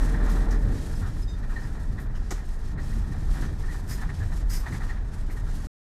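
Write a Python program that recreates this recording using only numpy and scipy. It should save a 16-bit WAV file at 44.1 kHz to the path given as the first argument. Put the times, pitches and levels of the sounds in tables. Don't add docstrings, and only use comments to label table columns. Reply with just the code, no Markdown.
import sys
import numpy as np
from scipy import signal
from scipy.fft import rfft, irfft
from scipy.io import wavfile
from scipy.ndimage import uniform_filter1d

SR = 44100
rng = np.random.default_rng(int(sys.argv[2]) if len(sys.argv) > 2 else 0)


def transcribe(u):
    v = np.clip(np.atleast_2d(u).T, -1, 1)
    q = np.round(v * 32767).astype(np.int16)
    wavfile.write(sys.argv[1], SR, q)


N = 260190
TIME = np.arange(N) / SR

ENGINE_ORDERS = [2, -27, -28, -31]
# (frequency [Hz], width [Hz], level [dB])
CABIN_MODES = [(150.4, 11, 0), (179, 27, -2), (222, 14, 0), (253.6, 23, -4), (293, 14.4, -3),
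               (326.6, 30, -10), (410, 27, -11), (449.4, 12, -4.5), (588, 42, -15.5)]
HUM_ORDERS = [2, -5, -10, -18]
# (time [s], level [dB])
HUM_LEVEL = [(0, -38.5), (1.2, -42.5), (2.6, -51), (2.95, -33.5), (3.35, -39.5), (3.8, -46), (4.7, -46.5),
             (5.64, -41.5)]
# (time [s], level [dB])
ROAD_LEVEL = [(0.0, -31.5), (0.36, -32), (0.86, -35.5), (1.68, -31.5), (1.78, -36), (1.92, -31.5),
              (2.46, -36), (2.52, -37.5), (2.72, -32.5), (3.86, -33), (4.02, -32), (4.75, -36),
              (5.2, -34.5), (5.35, -34), (5.64, -34)]
# (time [s], level [dB])
SHAKING_LEVEL = [(0.0, -42), (0.54, -42.5), (0.6, -48.5), (0.66, -47), (1.26, -54), (1.62, -51),
                 (1.98, -52), (2.1, -53.5), (3.3, -51), (4.44, -52), (4.92, -49), (5.04, -53), (5.64, -51)]
# (frequency [Hz], density [dB per Hz])
SWAY_COLOUR = [(10, -19.5), (17, -15), (24.5, 9), (32, -5), (43, -3.5), (55, -8), (80, -32)]
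ROAD_COLOUR = [(35, -12.5), (55, -6.5), (70, 2.5), (100, -1.5), (150, -8), (200, -15), (260, -17),
               (350, -23), (600, -45)]
ROAR_COLOUR = [(100, -43.5), (200, 6), (300, 7.5), (450, 1), (540, 1), (900, -0.5), (1400, -6.5),
               (1800, -4.5), (2150, -14), (2800, -29.5), (5000, -63.5)]
# (time [s], length [s], boom level [dB], boom frequency [Hz], shudder level [dB])
BUMPS = [(.32, 0.034, -37, 84, -36), (0.625, 0.06, -28.5, 96, -35.5), (.975, 0.031, -36, 163, -42.5),
         (1.01, .04, -31.5, 90, -58), (2.731, 0.063, -36.5, 161, -44), (2.949, 0.057, -28.5, 45.5, -58),
         (3.272, 0.049, -22, 41.05, -55), (3.36, 0.15, -42, 130, -42), (4.051, 0.036, -35, 142.5, -52.5),
         (4.161, 0.08, -30.5, 82.2, -52), (4.412, 0.065, -23, 37.3, -63.5),
         (4.69, 0.045, -31.5, 102, -40.5)]
# (frequency [Hz], density [dB per Hz])
SHUDDER_COLOUR = [(120, 2.5), (160, 1.5), (300, -1), (450, -11), (700, -24)]
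# (time [s], length [s], rattle level [dB], ring level [dB], ring frequency [Hz], ring width [Hz])
CHATTERS = [(.138, 0.016, -45, -42, 1790, 200), (.2, 0.029, -54, -49, 1750, 250),
            (0.26, 0.032, -58, -41.5, 1160, 250), (0.533, 0.017, -48, -49, 1710, 250),
            (.69, 0.039, -56, -51, 760, 300), (1.012, 0.069, -51, -48.5, 1320, 350),
            (1.425, 0.018, -49.5, -49, 1840, 200), (1.492, 0.038, -52, -49, 1230, 500),
            (1.558, 0.015, -47.5, -36, 1825, 90.5), (1.582, .008, -63, -43, 1820, 120),
            (1.614, 0.04, -53, -49.5, 1790, 200), (1.978, 0.012, -46, -46.5, 1870, 150),
            (2.146, 0.023, -53.5, -58, 2870, 900), (2.37, 0.037, -54, -56, 1840, 200),
            (2.774, 0.024, -51, -43, 1855, 100), (2.92, 0.0093, -61, -49, 1880, 150),
            (3.119, 0.0083, -55, -50, 1800, 200), (3.333, 0.025, -47.5, -55, 1857, 250),
            (3.366, 0.025, -48, -51, 1580, 400), (3.417, 0.019, -46, -44.5, 1650, 400),
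            (3.439, 0.0081, -53, -44, 1200, 200), (3.48, .012, -54, -49, 1810, 120),
            (3.632, 0.013, -50, -45.5, 1817, 200), (3.676, 0.048, -56, -46, 1860, 100),
            (3.739, 0.016, -49, -50, 1790, 150), (3.911, 0.014, -65, -44.5, 1850, 170),
            (3.975, 0.029, -51.5, -53, 1830, 150), (4.012, 0.026, -50, -43, 1780, 340),
            (4.018, 0.035, -64, -49, 850, 400), (4.088, 0.014, -45, -43, 1837, 160),
            (4.2, 0.038, -52, -46.5, 1700, 298), (4.315, 0.014, -45.5, -51.5, 1840, 150),
            (4.63, 0.026, -53, -51, 1140, 200), (4.657, 0.016, -42.5, -41.5, 1880, 320),
            (4.665, 0.014, -57, -50, 1110, 400), (4.718, 0.014, -47, -42, 1870, 280),
            (4.739, 0.018, -47.5, -48.5, 2030, 251), (4.802, 0.02, -47, -45, 1880, 199),
            (4.827, 0.014, -51, -55, 994, 500), (4.889, 0.023, -48, -41, 1887, 110),
            (4.964, 0.0083, -62, -49, 1764, 400), (5.125, .01, -54, -52, 1510, 410),
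            (5.294, 0.014, -53, -49.5, 2020, 353), (5.364, 0.013, -54, -47, 1874, 110)]
# (frequency [Hz], width [Hz], level [dB])
PANEL_MODES = [(760, 110, 3), (967, 27, 4.5), (1110, 180, -2.5), (1365, 300, 1.5), (1675, 116, 4),
               (1857, 48, 7.5), (2030, 40, -4.5), (2360, 75, -8), (3530, 470, -14), (4110, 300, -15)]
# (time [s], clack level [dB], low body level [dB])
KNOCKS = [(0.261, -41, -69), (.508, -37, -62), (2.306, -31.5, -58.5), (2.308, -36.5, -35.5),
          (2.312, -35, -30), (2.316, -43, -36), (2.322, -43, -32)]
# (frequency [Hz], width [Hz], level [dB])
FITTING_MODES = [(320, 34, -2), (420, 24, 3.5), (600, 81, -12), (780, 38, -2), (1240, 66, -4),
                 (1880, 55, 1.5), (2350, 70, -12.5)]
# (frequency [Hz], density [dB per Hz])
KNOCK_COLOUR = [(150, 15), (350, 18.5), (800, 8.5), (1400, 18), (2000, 9.5), (2700, -2), (4600, -2.5),
                (6200, 0.5), (8100, -4.5), (9500, -12.5), (12000, -11.5), (15500, -25.5)]
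# (time [s], length [s], jet level [dB], whistle level [dB])
SPURTS = [(0.293, 0.028, -52, -65), (0.506, .02, -58, -51), (1.626, 0.014, -68, -56),
          (1.993, 0.026, -56, -79), (2.147, .025, -67, -60), (3.872, 0.012, -55, -63),
          (3.886, 0.017, -48, -48.5), (3.906, 0.031, -47, -50), (4.493, 0.013, -43, -45),
          (4.508, 0.014, -53.5, -55), (4.528, 0.039, -44.5, -45.5), (4.594, 0.014, -56, -64),
          (5.305, 0.02, -55.5, -71)]
# (frequency [Hz], width [Hz], level [dB])
WHISTLE_MODES = [(4580, 53, -6), (5035, 23, 4.5), (5310, 65, -2), (5590, 55, -5.5), (5800, 55, -7),
                 (6150, 95, -5), (6720, 59, -5), (6900, 55, -8), (7760, 75, -8.5), (9200, 110, -11)]
# (frequency [Hz], density [dB per Hz])
AIR_COLOUR = [(800, -1), (1600, 7.5), (3200, -4), (4400, -2), (5200, -0.5), (6500, -2), (9000, 2),
              (10500, -3), (13300, 2.5), (15500, -21)]
# (time [s], length [s], nominal pitch [Hz], level [dB],
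# fall per overtone [dB], glide [share of the pitch])
SQUEAKS = [(0.945, 0.032, 5190, -57, -30, -.02), (1.213, 0.04, 5110, -52, -30, -0.045),
           (1.264, 0.073, 1232, -53, -4, 0), (1.31, 0.065, 1220, -60, -6, 0)]
# (time [s], level [dB])
HISS_LEVEL = [(0.0, -51.5), (0.22, -57), (0.3, -51), (0.58, -61.5), (0.8, -53), (1.42, -63), (1.6, -56.5),
              (2.1, -66), (2.3, -58.5), (2.62, -62.5), (2.68, -56.5), (2.77, -66), (2.82, -57), (2.94, -55),
              (3.0, -59.5), (3.26, -58.5), (3.42, -50.5), (3.52, -62), (3.6, -57), (3.76, -55),
              (3.84, -62.5), (4.0, -56.5), (4.06, -58), (4.33, -59), (4.38, -56.5), (4.44, -61.5),
              (4.52, -62), (4.78, -54.5), (4.82, -62), (4.88, -55.5), (5.04, -66), (5.14, -58.5),
              (5.26, -62), (5.34, -60.5), (5.42, -64.5), (5.48, -57), (5.64, -57)]
# (frequency [Hz], density [dB per Hz])
HISS_COLOUR = [(1200, 0.5), (2300, 1.5), (3100, 0), (4200, 2), (5800, 2), (8000, -1), (10000, -4.5),
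               (12300, -6.5), (13500, -14.5), (15500, -24)]

FIRING_HZ, FIRING_WANDER = 39.83, 0.031
PULL_UNTIL_S, EASE_OFF_S = 0.64, 0.17
DRONE_DB, DRONE_LOAD_DB = -35.5, 14
GROWL_DB, GROWL_LOAD_DB = -52, 15
GROWL_FOLLOWS = 0.65
HUM_HZ = 73.4
SWAY_DB = -29
BUMP_RISE_S, BUMP_T60_S = 0.019, 0.43
CHATTER_RISE_S, RATTLE_T60_S, RING_T60_S = 0.008, 0.16, 0.072
SQUEAK_LOWEST_HZ = 3300
END_S, CUTOFF_HZ = 5.671, 15600


def engine(growl_lag_s=0.16, throb_db=2.0):
    phase = phase_of(FIRING_HZ * (1 + FIRING_WANDER * drift(11.3)))
    drone = rms_one(sum(multiples(phase, ENGINE_ORDERS)))
    drone *= from_db(DRONE_DB + DRONE_LOAD_DB * load())
    firings = rng.standard_normal(N) * from_db(throb_db * np.cos(phase))
    growl_db = GROWL_DB + GROWL_LOAD_DB * load(growl_lag_s) + GROWL_FOLLOWS * road_swing()
    return drone + from_db(growl_db) * steady(resonate(firings, CABIN_MODES), 0.2)


def load(lag_s=0):
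    return np.exp(-np.maximum(TIME - lag_s - PULL_UNTIL_S, 0) / EASE_OFF_S)


def hum(wander=0.01405, waver_db=3.0):
    phase = phase_of(HUM_HZ * (1 + wander * drift(2.64)))
    tones = sum(from_db(waver_db * drift(4)) * tone for tone in multiples(phase, HUM_ORDERS))
    return from_db(in_time(HUM_LEVEL)[0]) * rms_one(tones)


def road(rumble_db=-2.0, lumps_db=1.4, flutter_db=1.5, flutter_rate=45):
    sway = from_db(SWAY_DB) * steady(noise(SWAY_COLOUR), 0.3)
    rumble_level = in_time(ROAD_LEVEL)[0] + rumble_db + lumps_db * drift(9.2)
    rumble = from_db(rumble_level) * steady(noise(ROAD_COLOUR), 0.1)
    fluttering = from_db(flutter_db * drift(flutter_rate)) * noise(ROAR_COLOUR)
    return sway + rumble + from_db(shaking_db()) * rms_one(fluttering)


def road_swing():
    road_db = in_time(ROAD_LEVEL)[0]
    return road_db - road_db.mean()


def shaking_db(level_db=1.5):
    return in_time(SHAKING_LEVEL)[0] + level_db


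def bumps(relative_width=0.32):
    shudder = steady(noise(SHUDDER_COLOUR), 0.033)
    out = np.zeros(N)
    for s, length, db, hz, shudder_db in BUMPS:
        envelope = burst(s, length, BUMP_RISE_S, BUMP_T60_S)
        out += from_db(db) * sing(envelope, hz, relative_width * hz, even_s=0.016)
        out += from_db(shudder_db) * envelope * shudder
    return out


def panel(tremble_db=-6.0, waver_db=2.0, grain_db=1.1, fizz_db=-14.0, strike_db=0.0, load_db=0.5,
          overtone_ratio=2.24, overtone_db=-21.5, body_db=-8.0, body_hz=860, body_width_hz=650):
    shaking = from_db(shaking_db() + tremble_db + load_db * load() + waver_db * drift(20))
    fine_taps = steady(resonate(contacts(per_s=1500, spread_db=2.0), PANEL_MODES), 0.02)
    coarse_taps = steady(resonate(contacts(per_s=450, spread_db=3.0), PANEL_MODES), 0.012)
    uneven = rms_one(from_db(grain_db * drift(140)))
    rattle, ring, strikes = np.zeros((3, N))
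    for s, length, rattle_db, ring_db, hz, width_hz in CHATTERS:
        rattle += from_db(rattle_db) * burst(s, length, CHATTER_RISE_S, RATTLE_T60_S)
        singing = from_db(ring_db) * burst(s, length, CHATTER_RISE_S, RING_T60_S)
        ring += sing(singing, hz, width_hz, even_s=0.004)
        overtone = sing(singing, overtone_ratio * hz, 2 * width_hz, even_s=0.0035)
        ring += from_db(overtone_db) * overtone
        strikes[int((s + CHATTER_RISE_S / 2) * SR)] = from_db(rattle_db + strike_db)
    single_strike = resonate(1.0 * (TIME == 0), PANEL_MODES)
    knock = resonate(strikes, PANEL_MODES) / np.abs(single_strike).max()
    fizz = from_db(fizz_db) * rattle * noise(HISS_COLOUR)
    drumming = from_db(body_db) * sing(rattle, body_hz, body_width_hz, even_s=0.01)
    return knock + ring + rattle * coarse_taps + uneven * (shaking * fine_taps + drumming + fizz)


def knocks(ring_db=2.5, thud_db=-7.5, top_db=-9.0, tail_db=-13.0, split_hz=2500,
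           ping_db=-11.5, ping_hz=6200, ping_width_hz=1100):
    clack = noise(KNOCK_COLOUR)
    top = rms_one(signal.sosfilt(signal.butter(2, split_hz, "high", fs=SR, output="sos"), clack))
    low = rms_one(signal.sosfilt(signal.butter(2, split_hz, "low", fs=SR, output="sos"), clack))
    out = np.zeros(N)
    for s, clack_db, body_db in KNOCKS:
        blow = np.zeros(N)
        blow[int(s * SR)] = 1
        ring = resonate(blow, FITTING_MODES)
        body = from_db(ring_db) * ring / np.abs(ring).max()
        body += from_db(thud_db) * low * burst(s, 0.004, rise=0.0019, t60=0.061)
        crack = burst(s, 0.0024, rise=0.0012, t60=0.05)
        crack += from_db(tail_db) * burst(s, 0.013, rise=0.0098, t60=0.32)
        ping_envelope = burst(s, 0.0024, rise=0.001, t60=0.047)
        ping = from_db(ping_db) * sing(ping_envelope, ping_hz, ping_width_hz, even_s=0.0018)
        out += from_db(body_db) * body + from_db(clack_db) * (from_db(top_db) * top * crack + ping)
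    return out


def air(sputter_db=0.7, grain_db=-0.5, tail_db=-17.5):
    jet = rms_one(noise(AIR_COLOUR) * from_db(sputter_db * drift(70) + grain_db * drift(700)))
    whistle = steady(resonate(rng.standard_normal(N), WHISTLE_MODES), 0.05)
    out = np.zeros(N)
    for s, length, db, whistle_db in SPURTS:
        direct = burst(s, length, rise=0.009, t60=0.19)
        tail = from_db(tail_db) * burst(s, length, rise=0.04, t60=0.23)
        out += np.hypot(direct, tail) * (from_db(db) * jet + from_db(whistle_db) * whistle)
    return out


def squeaks(arch=0.004, jitter=0.0052):
    out = np.zeros(N)
    waver = 1 + jitter * drift(120)
    flutter = [from_db(2 * drift(60)) for _ in range(4)]
    for s, length, hz, db, fall_db, glide in SQUEAKS:
        progress = np.clip((TIME - s) / length, 0, 1)
        swell = np.sin(np.pi * progress) ** 2
        bend = 1 + arch * (swell - 0.8) + glide * (progress - 0.5)
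        phase = phase_of(hz * waver * bend)
        first = int(np.ceil(SQUEAK_LOWEST_HZ / hz))
        for k, strength in enumerate(flutter):
            partial = np.sqrt(2) * np.sin((first + k) * phase)
            out += from_db(db + k * fall_db) * strength * swell * partial
    return out


def hiss(level_db=1.5, flicker_db=1.6, split_hz=7000, top_swing=0.25, top_flicker_db=1.8):
    hiss_db = in_time(HISS_LEVEL)[0] + flicker_db * drift(24)
    bed = noise(HISS_COLOUR)
    low = signal.sosfiltfilt(signal.butter(2, split_hz, fs=SR, output="sos"), bed)
    top_db = top_swing * (hiss_db - hiss_db.mean()) + top_flicker_db * drift(7.0)
    return from_db(hiss_db + level_db) * (low + from_db(top_db) * (bed - low))


def from_db(db):
    return 10 ** (np.asarray(db) / 20)


def rms_one(x):
    return x / np.sqrt(np.mean(x ** 2) + 1e-20)


def in_time(rows):
    s, *columns = np.transpose(rows)
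    return [np.interp(TIME, s, c) for c in columns]


def phase_of(hz):
    return 2 * np.pi * np.cumsum(hz) / SR


def multiples(phase, levels_db):
    return [from_db(db) * np.sin(k * phase + rng.uniform(0, 2 * np.pi))
            for k, db in enumerate(levels_db, 1)]


def noise(colour, echo_db=-6.0, cabin_t60=0.38):
    hz, db = np.transpose(colour)
    f = np.maximum(np.arange(N // 2 + 1) * SR / N, 1)
    skirts = np.minimum(f / hz[0], 1) ** 2 * np.minimum(hz[-1] / f, 1) ** 2
    gain = from_db(np.interp(np.log(f), np.log(hz), db)) * skirts
    echoes = rng.standard_normal(N) * from_db(-60 * np.minimum(TIME / cabin_t60, 3))
    ripple = 1 + from_db(echo_db) * rfft(echoes) / np.linalg.norm(echoes) * f / (f + 500)
    return rms_one(irfft(rfft(rng.standard_normal(N)) * gain * ripple, N))


def drift(rate):
    f = np.arange(N // 2 + 1) * SR / N
    return rms_one(irfft(rfft(rng.standard_normal(N)) / (1 + (f / rate) ** 2), N))


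def steady(x, seconds):
    size = max(int(seconds * SR), 4)
    power = uniform_filter1d(uniform_filter1d(x ** 2, size), size // 4)
    return x / np.sqrt(np.abs(power) + 1e-12)


def resonate(x, modes):
    out = 0
    for k, (hz, width, db) in enumerate(modes):
        r = np.exp(-np.pi * width / SR)
        poles = [1, -2 * r * np.cos(2 * np.pi * hz / SR), r * r]
        ringing = (1 - r * r) / 2 * signal.lfilter([1, 0, -1], poles, x + 1e-18)
        out = out + (-1) ** k * from_db(db) * ringing
    return out


def sing(envelope, hz, width_hz, even_s):
    out = np.zeros(N)
    during = envelope > 0
    mode = [(hz, width_hz, 0)]
    shaken = resonate(resonate(rng.standard_normal(during.sum()), mode), mode)
    out[during] = envelope[during] * steady(shaken, even_s)
    return out


def burst(start, length, rise, t60):
    envelope = np.zeros(N)
    during = slice(max(int(start * SR), 0), int((start + length + 2 * t60) * SR))
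    age = TIME[during] - start
    decay = from_db(-60 * np.maximum(age - length, 0) / t60)
    envelope[during] = np.clip(age / rise, 0, 1) * decay
    return envelope


def contacts(per_s, spread_db):
    hits = (rng.random(N) < per_s / SR) * rng.choice([-1, 1], N)
    return rms_one(hits * from_db(spread_db * rng.standard_normal(N)))


def scene():
    vehicle = engine() + hum() + road() + bumps()
    details = panel() + knocks() + air() + squeaks() + hiss()
    return (vehicle + details)[None]


def record(dry):
    running = np.clip((END_S - TIME) / 0.002, 0, 1)
    top_cut = signal.ellip(10, 0.1, 80, CUTOFF_HZ, fs=SR, output="sos")
    return signal.sosfilt(top_cut, dry * running + 1e-18)


dry = scene()
out = record(dry)
transcribe(out)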